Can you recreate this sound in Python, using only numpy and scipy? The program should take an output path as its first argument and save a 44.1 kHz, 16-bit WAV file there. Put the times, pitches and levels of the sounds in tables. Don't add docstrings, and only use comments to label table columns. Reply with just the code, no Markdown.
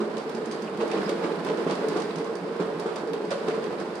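import sys
import numpy as np
from scipy import signal
from scipy.fft import rfft, irfft, next_fast_len
from scipy.io import wavfile
from scipy.ndimage import map_coordinates

SR = 44100
rng = np.random.default_rng(int(sys.argv[2]) if len(sys.argv) > 2 else 0)


def inscribe(sig):
    pcm = np.round(np.clip(np.atleast_2d(sig).T, -1, 1) * 32767)
    wavfile.write(sys.argv[1], SR, pcm.astype(np.int16))


N = 176400

ROLL_LEVELS = [(0.0, -32, -47), (0.56, -32.5, -45), (0.77, -31, -45.5), (1.0, -27, -39), (1.12, -28, -41.5),
               (1.46, -29.5, -43), (1.89, -28, -41), (2.39, -32.5, -46.5), (2.85, -30.5, -45),
               (3.17, -33, -47), (3.36, -34.5, -45), (3.49, -27.5, -42.5), (3.6, -30.5, -44),
               (4.0, -31.5, -45.5)]
RUMBLE_SPECTRUM = [(25, -54), (55, -40), (80, -23.5), (105, -19.5), (125, -29), (145, -9), (168, -0.5),
                   (225, 0), (255, -3), (300, -0.5), (440, 0), (540, -3.5), (740, -5.5), (1050, -8.5),
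                   (1500, -13), (2100, -25.5), (4000, -53.5)]
HISS_SPECTRUM = [(300, -18), (900, -3.5), (1600, 5.5), (2200, 2), (3100, -1.5), (4200, -3.5), (5100, -6.5),
                 (6000, -15), (7200, -16), (8400, -16.5), (9800, -18.5), (11000, -27.5), (12300, -28),
                 (14500, -63)]
SQUEAK_EVENTS = [(.675, -43, 2620), (.916, -39, 2460), (.955, -46, 2250), (1.04, -49, 4950),
                 (1.058, -47, 5000), (1.105, -51, 5030)]
SCRAPE_EVENTS = [(0.8, 0.042, -46.5), (0.911, 0.11, -47), (1.101, 0.043, -50), (1.234, 0.017, -42.5),
                 (1.486, 0.033, -42), (1.673, 0.052, -48), (2.6, 0.038, -50), (3.481, 0.043, -44)]
SCRAPE_SPECTRUM = [(700, -13), (1500, 8), (2600, 6.5), (4000, -1), (5500, -8), (10000, -29), (13000, -54)]
JOLT_EVENTS = [(.002, -33.5), (.17, -38), (0.808, -31), (.835, -44), (.91, -38), (.94, -42), (.972, -39),
               (1.02, -47), (1.075, -35), (1.239, -32), (1.462, -32.5), (1.495, -38), (1.67, -33.5),
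               (1.695, -30), (1.96, -32.5), (1.99, -36.5), (2.599, -32.5), (2.62, -39), (2.858, -35),
               (2.886, -38.5), (2.961, -34.5), (3.308, -27.5), (3.477, -36), (3.54, -36.5)]
CLATTER_SPECTRUM = [(200, -13), (560, 7), (800, -2.5), (1200, 0.5), (2000, -14), (4000, -15.5),
                    (6000, -25.5), (9500, -31.5), (12000, -55)]
CLAW_TICKS = [(.168, -39, -49, -4), (.180, -49, -47, -11), (0.294, -47, -50.5, 6), (0.348, -46, -46.5, -9),
              (0.4567, -59, -47.5, -8), (0.512, -41, -44, -12), (0.522, -40, -46.5, -14),
              (.62, -43, -47, -2), (0.773, -43, -53, 4), (.808, -39, -52, -2), (.878, -48, -49, 1),
              (0.914, -38, -43.5, -12), (1.0924, -32, -41, 2), (1.318, -40, -53, 3),
              (1.4475, -41, -47.5, 3), (1.572, -42, -50.5, -12), (1.7087, -37, -42.5, -24),
              (1.752, -41, -48, -9), (1.8842, -42, -41.5, 2), (1.97, -55, -45.5, -6), (2.0, -46, -45, -11),
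              (2.019, -37, -44, -14), (2.108, -40.5, -60, -7), (2.1575, -44, -45, -9),
              (2.183, -43, -48, -8), (2.244, -47, -50, -10), (2.3536, -51, -47, -7), (2.7968, -43, -44, -2),
              (2.958, -38, -44, -4), (3.073, -46, -52.5, -6), (3.1328, -35.5, -48, 7),
              (3.251, -53, -53.5, -3), (3.3061, -38, -42, -16), (3.316, -36, -47, -14),
              (3.483, -39.5, -45.5, -7), (3.64, -40.5, -49, -9), (3.799, -47, -48, -6),
              (3.954, -51, -46.5, -13)]
CLICK_SPECTRUM = [(600, -0.5), (1800, 3), (3000, 3.5), (4200, 3.5), (5200, -17), (6500, -31), (12000, -53)]
SNAP_SPECTRUM = [(2500, -27), (4800, 10), (7000, 0), (9500, -0.5), (11000, -16.5), (14500, -44)]
SPARK_SPECTRUM = [(8000, -29), (11000, 4.5), (12300, -15), (14500, -5)]
SURFACE_MODES = [(4540, 1, 0.25), (4670, 0, 0.42), (6330, 2, .08), (8300, -2, 0.063)]
DRUM_MODES = [(169, -11.5, 0.045), (223, -10, 0.13), (299, -6, 0.037), (347.2, -3, 0.12), (416, 3, 0.098),
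              (442.6, 0, 0.12), (461.1, 1, 0.12), (499, -6, 0.053), (565, -5.5, 0.093), (612, -12.5, 0.096),
              (856.5, -15.5, 0.073), (1001, -8, 0.068), (1066, -17.5, 0.066)]
RIM_BUMPS = [(.003, -22.5, 406), (.065, -25, 405), (.169, -26, 575), (.261, -27.5, 433), (.404, -25, 440),
             (.722, -33, 460), (.807, -22.5, 417), (.825, -22, 592), (0.935, -23, 440), (.974, -27, 410),
             (1.008, -27, 457), (1.058, -35, 345), (1.091, -22, 570), (1.121, -24, 470), (1.186, -27, 470),
             (1.244, -23, 345), (1.309, -26, 445), (1.4, -25, 454), (1.46, -23, 438), (1.495, -20.5, 454),
             (1.581, -21.5, 446), (1.665, -23, 540), (1.695, -26, 440), (1.793, -26.5, 460),
             (1.841, -20, 410), (1.953, -19, 365), (2.036, -30, 440), (2.2, -29, 425), (2.294, -27, 424),
             (2.351, -24.5, 420), (2.448, -27, 435), (2.498, -26.5, 446), (2.548, -32, 410),
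             (2.595, -20, 418), (2.679, -27, 410), (2.854, -20, 430), (2.886, -22, 466), (3.034, -25, 372),
             (3.068, -27, 434), (3.099, -27, 432), (3.136, -23, 466), (3.203, -24.5, 427),
             (3.243, -23.5, 413), (3.311, -20.5, 565), (3.352, -25, 570), (3.373, -25.5, 460),
             (3.477, -19.5, 397), (3.539, -30, 444), (3.577, -24, 463), (3.642, -25.5, 460)]
FOOTFALLS = [(0, -27.5, 216), (.135, -33, 219), (.343, -32, 228), (0.468, -31, 220), (0.623, -32, 219.7),
             (.782, -26.5, 214), (0.964, -28, 202), (1.054, -32, 202), (1.158, -38.5, 178),
             (1.231, -31.5, 175.7), (1.366, -32.5, 176), (1.486, -29, 175.7), (1.659, -28.5, 165.7),
             (1.722, -34, 189.6), (1.878, -29.5, 170), (1.959, -39, 176), (2.161, -31, 173),
             (2.41, -32, 176), (2.594, -27, 178), (2.745, -32.5, 166.5), (3.098, -33, 169),
             (3.273, -36, 186), (3.475, -30.5, 166), (3.672, -34, 183), (3.792, -42, 192)]
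STEREO_CORRELATION = [(30, .2), (60, 0.7), (150, 0.93), (290, 0.97), (630, 0.8), (1380, 0.2), (2500, 0.12),
                      (6000, 0.017)]
STEREO_BALANCE = [(60, -7), (99, -2), (160, -2.5), (270, -3), (440, -2.0), (730, -2.5), (1200, -5.5),
                  (1970, -4), (3250, 0), (5350, -7.5), (8800, -9), (14500, 4.5)]

ROOM_T60_S, JOLT_ATTACK_S, SLIP_T60_S = 0.42, 0.0025, 0.012


def amp(db):
    return 10 ** (np.asarray(db) / 20)


def unit(x):
    return x / np.sqrt(np.mean(x ** 2) + 1e-20)


def along(points, hz):
    f, v = np.transpose(points)
    return np.interp(np.log(hz + 1), np.log(f + 1), v)


def wobble(rate_hz):
    knots = rng.standard_normal(int(N * rate_hz / SR) + 4)
    return map_coordinates(knots, [np.arange(N) * rate_hz / SR])


def filtered(x, response):
    m = next_fast_len(N + SR // 2)
    return irfft(rfft(x, m) * response(np.fft.rfftfreq(m, 1 / SR)), m)[..., :N]


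def noise(spectrum):
    def response(hz):
        angle = np.arccos(np.clip(along(STEREO_CORRELATION, hz), -1, 1)) / 2
        return amp(along(spectrum, hz)) * [np.cos(angle), np.sin(angle)]
    mid, side = filtered(rng.standard_normal((2, N)), response)
    return unit(np.array([mid + side, mid - side]))


def add(track, at_s, sound):
    start = int(np.clip(at_s * SR, 0, N - 1))
    track[start:start + len(sound)] += sound[:N - start]


def bursts(times_s, levels_db, shape):
    power = np.zeros(N)
    for at_s, db in zip(times_s, levels_db):
        add(power, at_s, (amp(db) * shape / shape.max()) ** 2)
    return np.sqrt(power)


def fade(attack_s, t60_s):
    t = np.arange(SR // 3) / SR
    return (1 - np.exp(-t / attack_s)) * amp(-60 * t / t60_s)


def room(x):
    tail = rng.standard_normal((2, SR // 3)) * fade(0.0078, ROOM_T60_S)
    return signal.fftconvolve(x[None], tail / np.linalg.norm(tail[0]), axes=1)[:, :N]


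def rolling(rumble_db, hiss_db, scuffs_per_s=66):
    uneven = wobble(55)
    rumble = amp(rumble_db - 3.5 + 0.75 * uneven) * noise(RUMBLE_SPECTRUM)
    hiss = amp(hiss_db - 1.5 + 0.87 * uneven + 0.39 * wobble(360)) * noise(HISS_SPECTRUM)
    grit = noise(SNAP_SPECTRUM)
    when, size = rng.random((int(scuffs_per_s * N / SR), 2)).T
    scuffs = bursts(when * N / SR, -22 - 10 * np.log(size + 0.055), fade(0.00014, 0.0084))
    return rumble + hiss + amp(hiss_db - 10.5) * scuffs * grit


def drum_resonance(x, lift_db=4.5, width_hz=11.3, above_hz=330):
    modes_hz = [hz for hz, _, _ in DRUM_MODES if hz > above_hz]
    peaks = lambda hz: sum(np.exp(-((hz - mode) / width_hz) ** 2) for mode in modes_hz)
    return filtered(x, lambda hz: amp(lift_db * peaks(hz)))


def drum(times_s, levels_db, foci_hz, focus_db=10.5, width_hz=37, scatter_db=1.5, detune=0.01):
    hz, db, t60_s = np.transpose(DRUM_MODES)
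    decays = np.array([fade(0.0031, life_s)[:SR // 7] for life_s in t60_s])
    t, track = np.arange(decays.shape[1]) / SR, np.zeros(N)
    for at_s, level_db, focus_hz in zip(times_s, levels_db, foci_hz):
        size, shift, phase = rng.standard_normal((3, len(hz)))
        near = np.exp(-((hz - focus_hz) / width_hz) ** 2)
        gains = amp(db * (1 - near) + focus_db * near + scatter_db * size)
        detuned_hz = hz * (1 + detune * shift)
        ring = gains @ (decays * np.sin(2 * np.pi * detuned_hz[:, None] * t + phase[:, None]))
        add(track, at_s, amp(level_db) * ring / ring[:SR // 30].std())
    return track


def judder(rumble_db, turn_hz=23.46, jitter_s=0.004075, spread_db=2):
    turns_s = np.arange(int(turn_hz * N / SR)) / turn_hz
    late, size = rng.uniform(-0.977, 1, (len(turns_s), 2)).T
    ring = drum(turns_s + jitter_s * late, spread_db * size, np.zeros(len(turns_s)))
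    return amp(rumble_db - 8) * unit(ring)


def squeaks(width_hz=340, t60_s=0.06):
    pair = np.zeros((2, N))
    for at_s, db, pitch_hz in SQUEAK_EVENTS:
        band = lambda hz: np.exp(-((hz - pitch_hz) / width_hz) ** 2)
        note = unit(filtered(rng.standard_normal((2, N)), band))
        pair += bursts([at_s], [db], fade(0.002, t60_s)) * note
    return pair


def scrapes(slips_per_s=210, spread_db=5):
    envelope, shape = np.zeros(N), fade(0.00022, SLIP_T60_S)
    for at_s, length_s, db in SCRAPE_EVENTS:
        count = max(2, int(length_s * slips_per_s))
        when, size = rng.random((60, 2))[:count].T
        slips = bursts(at_s + length_s * when, spread_db * size, shape)
        envelope += amp(db) * slips / np.sqrt(np.sum(slips ** 2) / (length_s * SR))
    return envelope * noise(SCRAPE_SPECTRUM)


def jolts(t60_s=0.25):
    times_s, db = np.transpose(JOLT_EVENTS)
    envelope = bursts(times_s, db, fade(JOLT_ATTACK_S, t60_s))
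    return envelope * noise(CLATTER_SPECTRUM) * amp(0.48 * wobble(250))


def surface_ring(times_s, levels_db, scatter_db=2):
    hz, db, t60_s = np.transpose(SURFACE_MODES)
    decays = np.array([fade(0.0011, life_s) for life_s in t60_s])
    t, pair = np.arange(decays.shape[1]) / SR, np.zeros((2, N))
    for at_s, level_db in zip(times_s, levels_db):
        for track in pair:
            size, phase = rng.standard_normal((2, len(hz)))
            modes = decays * np.sin(2 * np.pi * (hz[:, None] * t + phase[:, None]))
            add(track, at_s, amp(level_db + db + scatter_db * size) @ modes)
    return pair


def claws(t60_s=0.032, room_db=-14, drag_s=0.03, catches=3):
    times_s, click_db, snap_db, spark_db = np.transpose(CLAW_TICKS)
    direct = fade(0.0006, t60_s)
    wet = np.hypot(direct, amp(room_db) * fade(0.0018, ROOM_T60_S))
    spark = bursts(times_s, snap_db + spark_db - 8, direct) * noise(SPARK_SPECTRUM)
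    catches_s = times_s[:, None] + drag_s * rng.random((len(times_s), catches))
    drag = bursts(catches_s.ravel(), np.repeat(snap_db - 8.5, catches), fade(0.0002, SLIP_T60_S))
    snap = np.hypot(bursts(times_s, snap_db + 1.2, wet), drag) * noise(SNAP_SPECTRUM)
    click = bursts(times_s, click_db, wet) * noise(CLICK_SPECTRUM)
    return click + snap + spark + surface_ring(times_s, snap_db - 10.5)


def thuds(gain_db=-15.5, t60_s=0.07):
    times_s, db, _ = np.transpose(RIM_BUMPS)
    return bursts(times_s, db + gain_db, fade(JOLT_ATTACK_S, t60_s)) * noise(RUMBLE_SPECTRUM)


def knocks(gain_db=-8):
    times_s, db, foci_hz = np.transpose(RIM_BUMPS)
    return drum(times_s, db + gain_db, foci_hz)


def paws(attack_s=0.0062, t60_s=0.19, overtone_ratio=1.65, overtone_db=-3):
    shape, track = fade(attack_s, t60_s), np.zeros(N)
    t = np.arange(len(shape)) / SR
    for at_s, db, hz in FOOTFALLS:
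        phase = 2 * np.pi * rng.random(2)
        fundamental = np.sin(2 * np.pi * hz * t + phase[0])
        overtone = amp(overtone_db) * np.sin(2 * np.pi * hz * overtone_ratio * t + phase[1])
        add(track, at_s, amp(db) * (fundamental + overtone) * shape / shape.max())
    return track


def scene(room_db=-7, low_cut_hz=141):
    times_s, *levels_db = np.transpose(ROLL_LEVELS)
    rumble_db, hiss_db = [np.interp(np.arange(N) / SR, times_s, db) for db in levels_db]
    ring = knocks() + judder(rumble_db)
    contacts = jolts() + thuds() + paws() + claws() + scrapes() + ring + amp(room_db) * room(ring)
    low_cut = signal.butter(4, low_cut_hz, "high", fs=SR, output="sos")
    mix = signal.sosfilt(low_cut, contacts) + squeaks() + drum_resonance(rolling(rumble_db, hiss_db))
    return filtered(mix, lambda hz: amp(along(STEREO_BALANCE, hz) * np.array([[0.5], [-0.5]])))


def record(dry):
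    top_hz = 14750
    return filtered(dry, lambda hz: hz < top_hz)


dry = scene()
out = record(dry)
inscribe(out)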